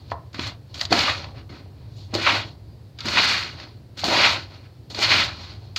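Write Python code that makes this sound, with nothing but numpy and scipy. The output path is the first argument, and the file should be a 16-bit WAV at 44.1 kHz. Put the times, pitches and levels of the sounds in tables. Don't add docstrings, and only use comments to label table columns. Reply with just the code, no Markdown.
import sys
import numpy as np
from scipy import signal
from scipy.fft import rfft, irfft, next_fast_len
from scipy.io import wavfile
from scipy.ndimage import uniform_filter1d, map_coordinates

SR = 44100
rng = np.random.default_rng(int(sys.argv[2]) if len(sys.argv) > 2 else 0)


def magnitude_from_level(level_db):
    exponent = np.asarray(level_db, float) / 20
    return 10 ** exponent


def bounce(signal):
    frames = np.transpose(np.atleast_2d(signal))
    limited = np.clip(frames, -1, 1)
    pcm = np.round(limited * 32767).astype(np.int16)
    wavfile.write(sys.argv[1], SR, pcm)


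N = 254898


def unit(x):
    return x / np.sqrt(np.mean(x ** 2) + 1e-20)


def curves(rows):
    t_s, *columns = np.transpose(sorted(rows))
    return [np.interp(np.arange(N) / SR, t_s, column) for column in columns]


def wobble(rate_hz):
    knots = rng.standard_normal(int(N * rate_hz / SR) + 4)
    return map_coordinates(knots, [np.arange(N) * rate_hz / SR])


def coloured(x, spectrum):
    m = 2 ** 14
    f_hz, db = np.transpose(spectrum)
    hz = np.fft.rfftfreq(m, 1 / SR)
    gain = magnitude_from_level(np.interp(np.log(hz + 1), np.log(f_hz + 1), db))
    cepstrum = irfft(np.log(gain + 1e-6))
    cepstrum[1:m // 2] *= 2
    cepstrum[m // 2 + 1:] = 0
    return signal.fftconvolve(x, irfft(np.exp(rfft(cepstrum))))[:len(x)]


def tilted(x, pivot_hz, tilt_db):
    low = signal.sosfiltfilt(signal.butter(2, pivot_hz, fs=SR, output="sos"), x)
    return magnitude_from_level(-tilt_db / 2) * low + magnitude_from_level(tilt_db / 2) * (x - low)


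def impact(peak_db, t60_s, t):
    return magnitude_from_level(peak_db - 60 * t / t60_s) * (1 - np.exp(-t / 0.00054))


# f/Hz, level/dB per Hz
ROOM_SPECTRUM = [(15, -49.5), (25, -28), (78, -1), (108, 2), (195, -15.5), (277, -15), (344, -15.5),
                 (754, -26), (1130, -34), (3340, -39), (4370, -33), (6050, -45.5), (9840, -50.5),
                 (14800, -49), (16000, -50)]
# t/s, level/dB
RUMBLE_LEVEL = [(0.0, -45.5), (0.11, -39.5), (0.32, -44), (0.43, -34), (0.68, -47), (0.92, -35),
                (1.69, -41.5), (2.45, -38.5), (2.99, -46), (3.07, -37.5), (3.94, -44.5), (4.18, -35.5),
                (4.77, -47), (5.1, -37), (5.78, -43.5)]


def room():
    rumble_db, = curves(RUMBLE_LEVEL)
    air = unit(coloured(rng.standard_normal(N), ROOM_SPECTRUM))
    low = signal.sosfiltfilt(signal.butter(2, 170, fs=SR, output="sos"), air)
    hiss_db = -45 + 0.36 * wobble(1.2)
    return magnitude_from_level(rumble_db + 1.4) * low + magnitude_from_level(hiss_db) * (air - low)


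def drone():
    pitch_hz, wander_hz, level_db = 101.5, 2.5, -39
    start_s, end_s, fade_in_s = 1.7, 2.5, 0.4
    t = np.arange(N) / SR
    hz = pitch_hz + wander_hz / 2 * wobble(9)
    note = np.sin(2 * np.pi * np.cumsum(hz) / SR)
    gate = np.clip((t - start_s) / fade_in_s, 0, 1) * np.clip((end_s - t) * 40, 0, 1)
    return magnitude_from_level(level_db + 4 + 1.1 * wobble(14)) * gate * note


# t/s, f/Hz, level/dB
TRILL = [
    (2.55, 4680, -75),
    (2.57, 4758, -78),
    (2.736, 4766, -70),
    (2.77, 4751, -75),
    (2.97, 4796, -82),
    (2.98, 4853, -53),
]


def insect():
    hz, db = curves(TRILL)
    t = np.arange(N) / SR
    on = (t > TRILL[0][0]) & (t < TRILL[-1][0])
    return on * magnitude_from_level(db + 0.5 + 2.2 * wobble(60)) * np.sin(2 * np.pi * np.cumsum(hz) / SR)


# t/s, peak/dB, f/Hz, rattle over peak/dB, t60/s
TUB_KNOCKS = [(0.117, -18, 648, 0, 0.031), (0.344, -33, 280, -12, 0.028), (0.391, -19, 283, -25, 0.033),
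              (0.907, -28, 262, -13, 0.022), (0.917, -12, 374, -4, 0.018), (0.924, -5.5, 718, -6.5, 0.024),
              (1.08, -13, 1187, -8.5, 0.035), (1.242, -37, 800, -2, 0.023), (1.497, -39, 293, -8, 0.04),
              (2.128, -32.5, 450, -5, 0.022), (2.136, -18.5, 299, -7, 0.029), (2.151, -18, 325, -3, 0.042),
              (2.274, -11, 1120, -7, 0.026), (3.051, -35.5, 221, 1, 0.022),
              (3.066, -20.5, 307, -14.5, 0.019), (3.173, -16, 1160, -14, 0.023),
              (4.036, -22, 700, 2, 0.025), (4.083, -12.5, 320, -14, 0.015), (4.987, -27.5, 340, 1, 0.03)]


def knocks():
    swing, rattle = np.zeros((2, N + SR))
    t = np.arange(SR // 5) / SR
    for at_s, peak_db, hz, rattle_db, t60_s in TUB_KNOCKS:
        start = round(at_s * SR)
        span = slice(start, start + len(t))
        fade = impact(peak_db, t60_s, t)
        band = signal.butter(2, [hz * 0.9, hz * 0.69 + 800], "band", fs=SR)
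        modes = signal.lfilter(*band, rng.standard_normal(len(t)))
        swing[span] += fade * magnitude_from_level(2.0) * np.sin(2 * np.pi * hz * t)
        rattle[span] += fade * magnitude_from_level(rattle_db) * unit(modes)
    return swing[:N], rattle[:N]


# t/s, peak/dB, coarse over peak/dB
CLOD_HITS = [(0.101, -33, -7), (0.112, -30.5, -9), (0.3306, -35.5, -11), (0.3441, -29.5, 5),
             (0.3934, -21, 6), (0.7424, -24.5, -25), (0.7774, -29, -15), (0.7941, -19, -7.5),
             (0.8116, -6, -9.5), (0.8517, -11, -17), (0.9064, -25, -7.5), (0.9258, -3.5, -3.5),
             (0.9904, -4.5, -19), (1.2424, -34, 8), (1.499, -44, -8), (2.14, -18, -16), (2.1494, -9, -10.5),
             (2.9871, -22.5, -13), (3.0051, -15, -33.5), (3.053, -28, -9), (3.0837, -10.5, -1.5),
             (3.599, -25, -3), (3.9724, -38, -9), (3.9915, -16.5, -21.5), (4.0408, -7, -34),
             (4.9015, -33, -4), (4.9462, -18.5, -12), (4.9883, -12, -8), (5.0315, -10, -7),
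             (5.7612, -6.5, -14.5)]
# f/Hz, level/dB per Hz
SNAP_SPECTRUM = [(350, -46), (600, -4.5), (3830, -2.5), (4460, 4), (5790, -12), (6920, -14.5), (8500, -40),
                 (12800, -36), (16000, -47)]


def clods():
    split_hz, t60_s = 3000, 0.021
    fine, coarse = np.zeros((2, N + SR))
    t = np.arange(SR // 5) / SR
    for at_s, peak_db, coarse_db in CLOD_HITS:
        start = round(at_s * SR)
        span = slice(start, start + len(t))
        burst = impact(peak_db, t60_s, t) * rng.standard_normal(len(t))
        fine[span] += magnitude_from_level(-5) * burst
        coarse[span] += magnitude_from_level(coarse_db - 1.5) * burst
    high = signal.sosfilt(signal.butter(4, split_hz, "high", fs=SR, output="sos"), fine[:N])
    low = signal.sosfilt(signal.butter(4, split_hz, "low", fs=SR, output="sos"), coarse[:N])
    tick = np.eye(1, 4096)[0]
    return coloured(high + low, SNAP_SPECTRUM) / np.linalg.norm(coloured(tick, SNAP_SPECTRUM))


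# t/s, grit/dB, fall/s per 20 dB, coarseness/dB, wall push/dB
FINGER_DIGS = [(0.114, -46.5, 0.03, -1, 5.2), (0.331, -53, 0.23, -10.6, -4.3), (0.344, -41, 0.06, 2, -6),
               (0.391, -39.5, 0.07, 1, -0.4), (0.743, -38.5, 0.17, -8, -3.4),
               (0.806, -29.5, 0.06, -5.5, -9), (0.908, -31, 0.0626, -5, 8), (0.922, -23.5, 0.0914, -1, 11),
               (1.495, -51.0, 0.2, 2, 9.5), (2.14, -28, 0.11, -3.5, 4), (2.988, -43, 0.37, 0, -2.5),
               (3.056, -28.5, 0.13, -3.5, 4.5), (3.974, -37.5, 0.19, -8.3, -4),
               (3.993, -36, 0.073, -7.5, -6), (4.042, -26, 0.1558, -5, 7.5), (4.902, -39, 0.07, -10, 3),
               (4.948, -37.5, 0.03, -4, 2), (5.764, -27, 0.044, -5, -9.5)]
# t of top/s, grit/dB, rise/s, fall/s, coarseness/dB
PALM_SCOOPS = [
    (0.449, -34.5, 0.088, 0.088, 0.9),
    (1.005, -24.5, 0.1, 0.19, 1.5),
    (2.297, -26.5, 0.15, 0.16, 3),
    (3.248, -22.5, 0.2, 0.26, 1.8),
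    (4.235, -21, 0.2, 0.17, 2.5),
    (5.04, -27, 0.098, 0.11, -2.2),
    (5.178, -21.5, 0.13, 0.128, 3),
]
# t/s, grit/dB, fall/s, coarseness/dB, wall push/dB
LUMP_BREAKS = [(0.474, -34, 0.018, -5.5, -23), (0.996, -22, 0.041, -3.7, -3),
               (1.088, -28.5, 0.059, 6.5, -0.4), (2.283, -28.5, 0.056, 13.5, 3),
               (2.35, -28.6, 0.057, 6, 2.5), (3.18, -27.5, 0.037, 12.5, 3.0), (4.145, -33.5, 0.1, 4, 12),
               (4.25, -25.5, 0.088, 8.5, -0.2), (4.336, -36.5, 0.063, -12, 3), (5.039, -20, 0.05, 1, -8),
               (5.116, -21.5, 0.073, 2.8, -4.5)]
# t/s, grit/dB, fall/s, coarseness/dB, wall push/dB
SAND_TRICKLES = [(0.021, -58.5, 0.102, -7.3, 2), (0.094, -55, 0.066, -7, -5), (0.24, -78, 0.114, -0.7, 11),
                 (0.721, -57.5, 0.068, -11.2, 3.3), (1.196, -40, 0.13, 0, 2.5), (1.308, -64, 0.16, -7, 13),
                 (1.388, -51, 0.055, 5, 4), (1.579, -52.5, 0.065, -1, -14), (1.849, -65, 0.196, 1.6, 4.0),
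                 (2.014, -50.5, 0.123, -18, -2.5), (2.469, -47.5, 0.093, -6.0, 4),
                 (2.701, -72.5, 0.33, -1.1, 6), (3.498, -54, 0.11, -3, 5), (3.617, -43, 0.1, -1, 1.5),
                 (3.679, -57, 0.17, -3, 1), (4.429, -46.5, 0.095, -6.5, -2), (4.546, -49, 0.102, -1, 1.5),
                 (4.657, -60.5, 0.069, 4, -6), (4.751, -67.5, 0.154, -3, -4), (5.327, -40, 0.1, -3, -3.5),
                 (5.44, -41, 0.14, -3, -2.3), (5.529, -50, 0.094, -4, -2.5), (5.656, -57, 0.17, -5, 1)]
# rise roundness, fall roundness, wall/dB, fizz over grit/dB, small-clump tilt/dB, high-mode tilt/dB
DIG = (0.8, 1.6, -10.5, -18.5, -8, -11.5)
SCOOP = (2.5, 2, -9, -17.5, 2, 0)
LUMP = (1.8, 1.64, -3.5, -20, 3.5, 12)
TRICKLE = (1.97, 1.3, -9, -25, -4.5, -3)


def gestures():
    stab_rise_s, lump_rise_per_fall, trickle_rise_per_fall = 0.005, 0.68, 0.92
    full_db, wall_grows, fizz_grows, dust = -26, 0.68, 1.08, 0.71
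    rows = [(s, db, stab_rise_s, *rest, *DIG) for s, db, *rest in FINGER_DIGS]
    rows += [(*event, 0, *SCOOP) for event in PALM_SCOOPS]
    rows += [(s, db, lump_rise_per_fall * fall, fall, *rest, *LUMP) for s, db, fall, *rest in LUMP_BREAKS]
    rows += [(s, db, trickle_rise_per_fall * fall, fall, *rest, *TRICKLE)
             for s, db, fall, *rest in SAND_TRICKLES]
    columns = np.transpose(rows)[:, :, None]
    s, db, rise, fall, coarse, push, swell, sink, wall, fizz, small, panel = columns
    t = np.arange(0, N + 64, 32) / SR
    before = t < s
    distance = abs(t - s) / np.where(before, rise, fall)
    over = db - full_db - 20 * distance ** np.where(before, swell, sink)
    layers_db = [over + coarse, over, wall_grows * over + wall + push, fizz_grows * over + fizz - dust * coarse]
    power = magnitude_from_level(2 * np.array(layers_db)) + 1e-12
    small_db = (small * power[0]).sum(0) / power[0].sum(0)
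    panel_db = (panel * power[2]).sum(0) / power[2].sum(0)
    levels_db = full_db + 10 * np.log10(power.sum(1))
    return curves(zip(t, *levels_db, small_db, panel_db))


def grains(spread_db, patchy_db):
    size = np.minimum(rng.exponential(size=N), 3.2)
    slips = rng.standard_normal(N) * magnitude_from_level(spread_db * size)
    z = signal.stft(slips, nperseg=128)[2]
    field = uniform_filter1d(rng.standard_normal(z.shape), 2, 0)
    field = uniform_filter1d(field, 3, 1)
    return signal.istft(z * magnitude_from_level(patchy_db * unit(field)), nperseg=128)[1][:N]


# f/Hz, width/Hz, level/dB
TUB_MODES = [(174, 47, -7), (292.3, 44, -1.5), (331, 59.5, -2), (539, 177, -7), (662, 151, -1.5),
             (783, 252, -4), (1080, 310, -9.5)]


def tub_wall(clumps, panel_db):
    x = magnitude_from_level(1.7 * clumps) * grains(spread_db=4.0, patchy_db=3.0)
    m = next_fast_len(N + SR // 2)
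    f = np.fft.rfftfreq(m, 1 / SR)
    gain = 0
    for k, (hz, width_hz, db) in enumerate(TUB_MODES):
        damping = 1j * f * width_hz
        gain = gain + (-1) ** k * magnitude_from_level(db) * damping / (hz * hz - f * f + damping)
    return tilted(unit(irfft(rfft(x, m) * gain, m)[:N]), 464, panel_db)


# f/Hz, level/dB per Hz
CRUNCH_SPECTRUM = [(410, -30.5), (700, -11), (1360, 1.5), (1770, -2), (1860, 0), (2380, 2), (4000, -8),
                   (5200, -36), (8800, -120)]


def crunch(clumps, small_db):
    coarse = coloured(grains(spread_db=4.0, patchy_db=1.5), CRUNCH_SPECTRUM)
    return tilted(unit(magnitude_from_level(clumps + wobble(70)) * coarse), 1900, small_db)


# f/Hz, level/dB per Hz
GRIT_SPECTRUM = [(1470, -35.5), (2500, -15.5), (3360, -8), (3900, -4.5), (4260, 1), (5030, -8.5),
                 (5220, -10.5), (5540, -14.5), (6870, -26), (7500, -38.5), (9750, -51), (16500, -120)]


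def grit(clumps, fine):
    return unit(magnitude_from_level(0.47 * clumps + 0.74 * wobble(70)) * coloured(fine, GRIT_SPECTRUM))


# f/Hz, level/dB per Hz
FIZZ_SPECTRUM = [(3530, -16.5), (6000, -3.5), (6840, -3), (8610, -17), (10400, -24), (13200, -20.5),
                 (16000, -31.5)]


def fizz(clumps, fine):
    dust = fine + 0.49 * grains(spread_db=3.0, patchy_db=2.5)
    return unit(magnitude_from_level(0.25 * clumps + 1.8 * wobble(60)) * coloured(dust, FIZZ_SPECTRUM))


def sand():
    crunch_db, grit_db, wall_db, fizz_db, small_db, panel_db = gestures()
    clumps = 0.45 * wobble(60) + wobble(180)
    fine = grains(spread_db=2.0, patchy_db=1.0)
    flow = magnitude_from_level(crunch_db - 2.16) * crunch(clumps, small_db)
    flow += magnitude_from_level(grit_db - 0.78) * grit(clumps, fine)
    flow += magnitude_from_level(wall_db - 3.0) * tub_wall(clumps, panel_db)
    flow += magnitude_from_level(fizz_db + 1.5) * fizz(clumps, fine)
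    return flow


def walls(x, t60_s, spectrum):
    t = np.arange(SR // 2) / SR
    tail = rng.standard_normal(len(t)) * magnitude_from_level(-60 * t / t60_s) * (t > 0.002)
    tail = coloured(tail, spectrum)
    return signal.fftconvolve(x, tail / np.linalg.norm(tail))[:N]


# f/Hz, level/dB
ECHO_SPECTRUM = [(100, -24.5), (300, 6), (1200, -2), (2500, -13), (5000, -14.5), (9000, -41)]


def scene():
    swing, rattle = knocks()
    flow = sand()
    hits = clods() + rattle
    hollow = walls(magnitude_from_level(-10.5) * flow + magnitude_from_level(-16) * hits, t60_s=0.053, spectrum=[(100, 0), (16000, 0.0094)])
    to_room = magnitude_from_level(-20) * flow + magnitude_from_level(-12.5) * hits + magnitude_from_level(-19.5) * swing
    far = walls(to_room, t60_s=0.28, spectrum=ECHO_SPECTRUM)
    return (flow + hits + swing + hollow + far + room() + insect() + drone())[None]


def low_pass(x):
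    return signal.sosfilt(signal.butter(12, 16380, fs=SR, output="sos"), x)


def record(dry):
    ceiling, bass_hz, top_hz = 0.93, 48, 15830
    x = dry / (1 + abs(dry / ceiling) ** 8) ** (1 / 8)
    x = signal.sosfilt(signal.butter(2, bass_hz, "high", fs=SR, output="sos"), x)
    x = irfft(rfft(x) * (np.fft.rfftfreq(N, 1 / SR) < top_hz), N)
    return low_pass(x)


dry = scene()
out = record(dry)
bounce(out)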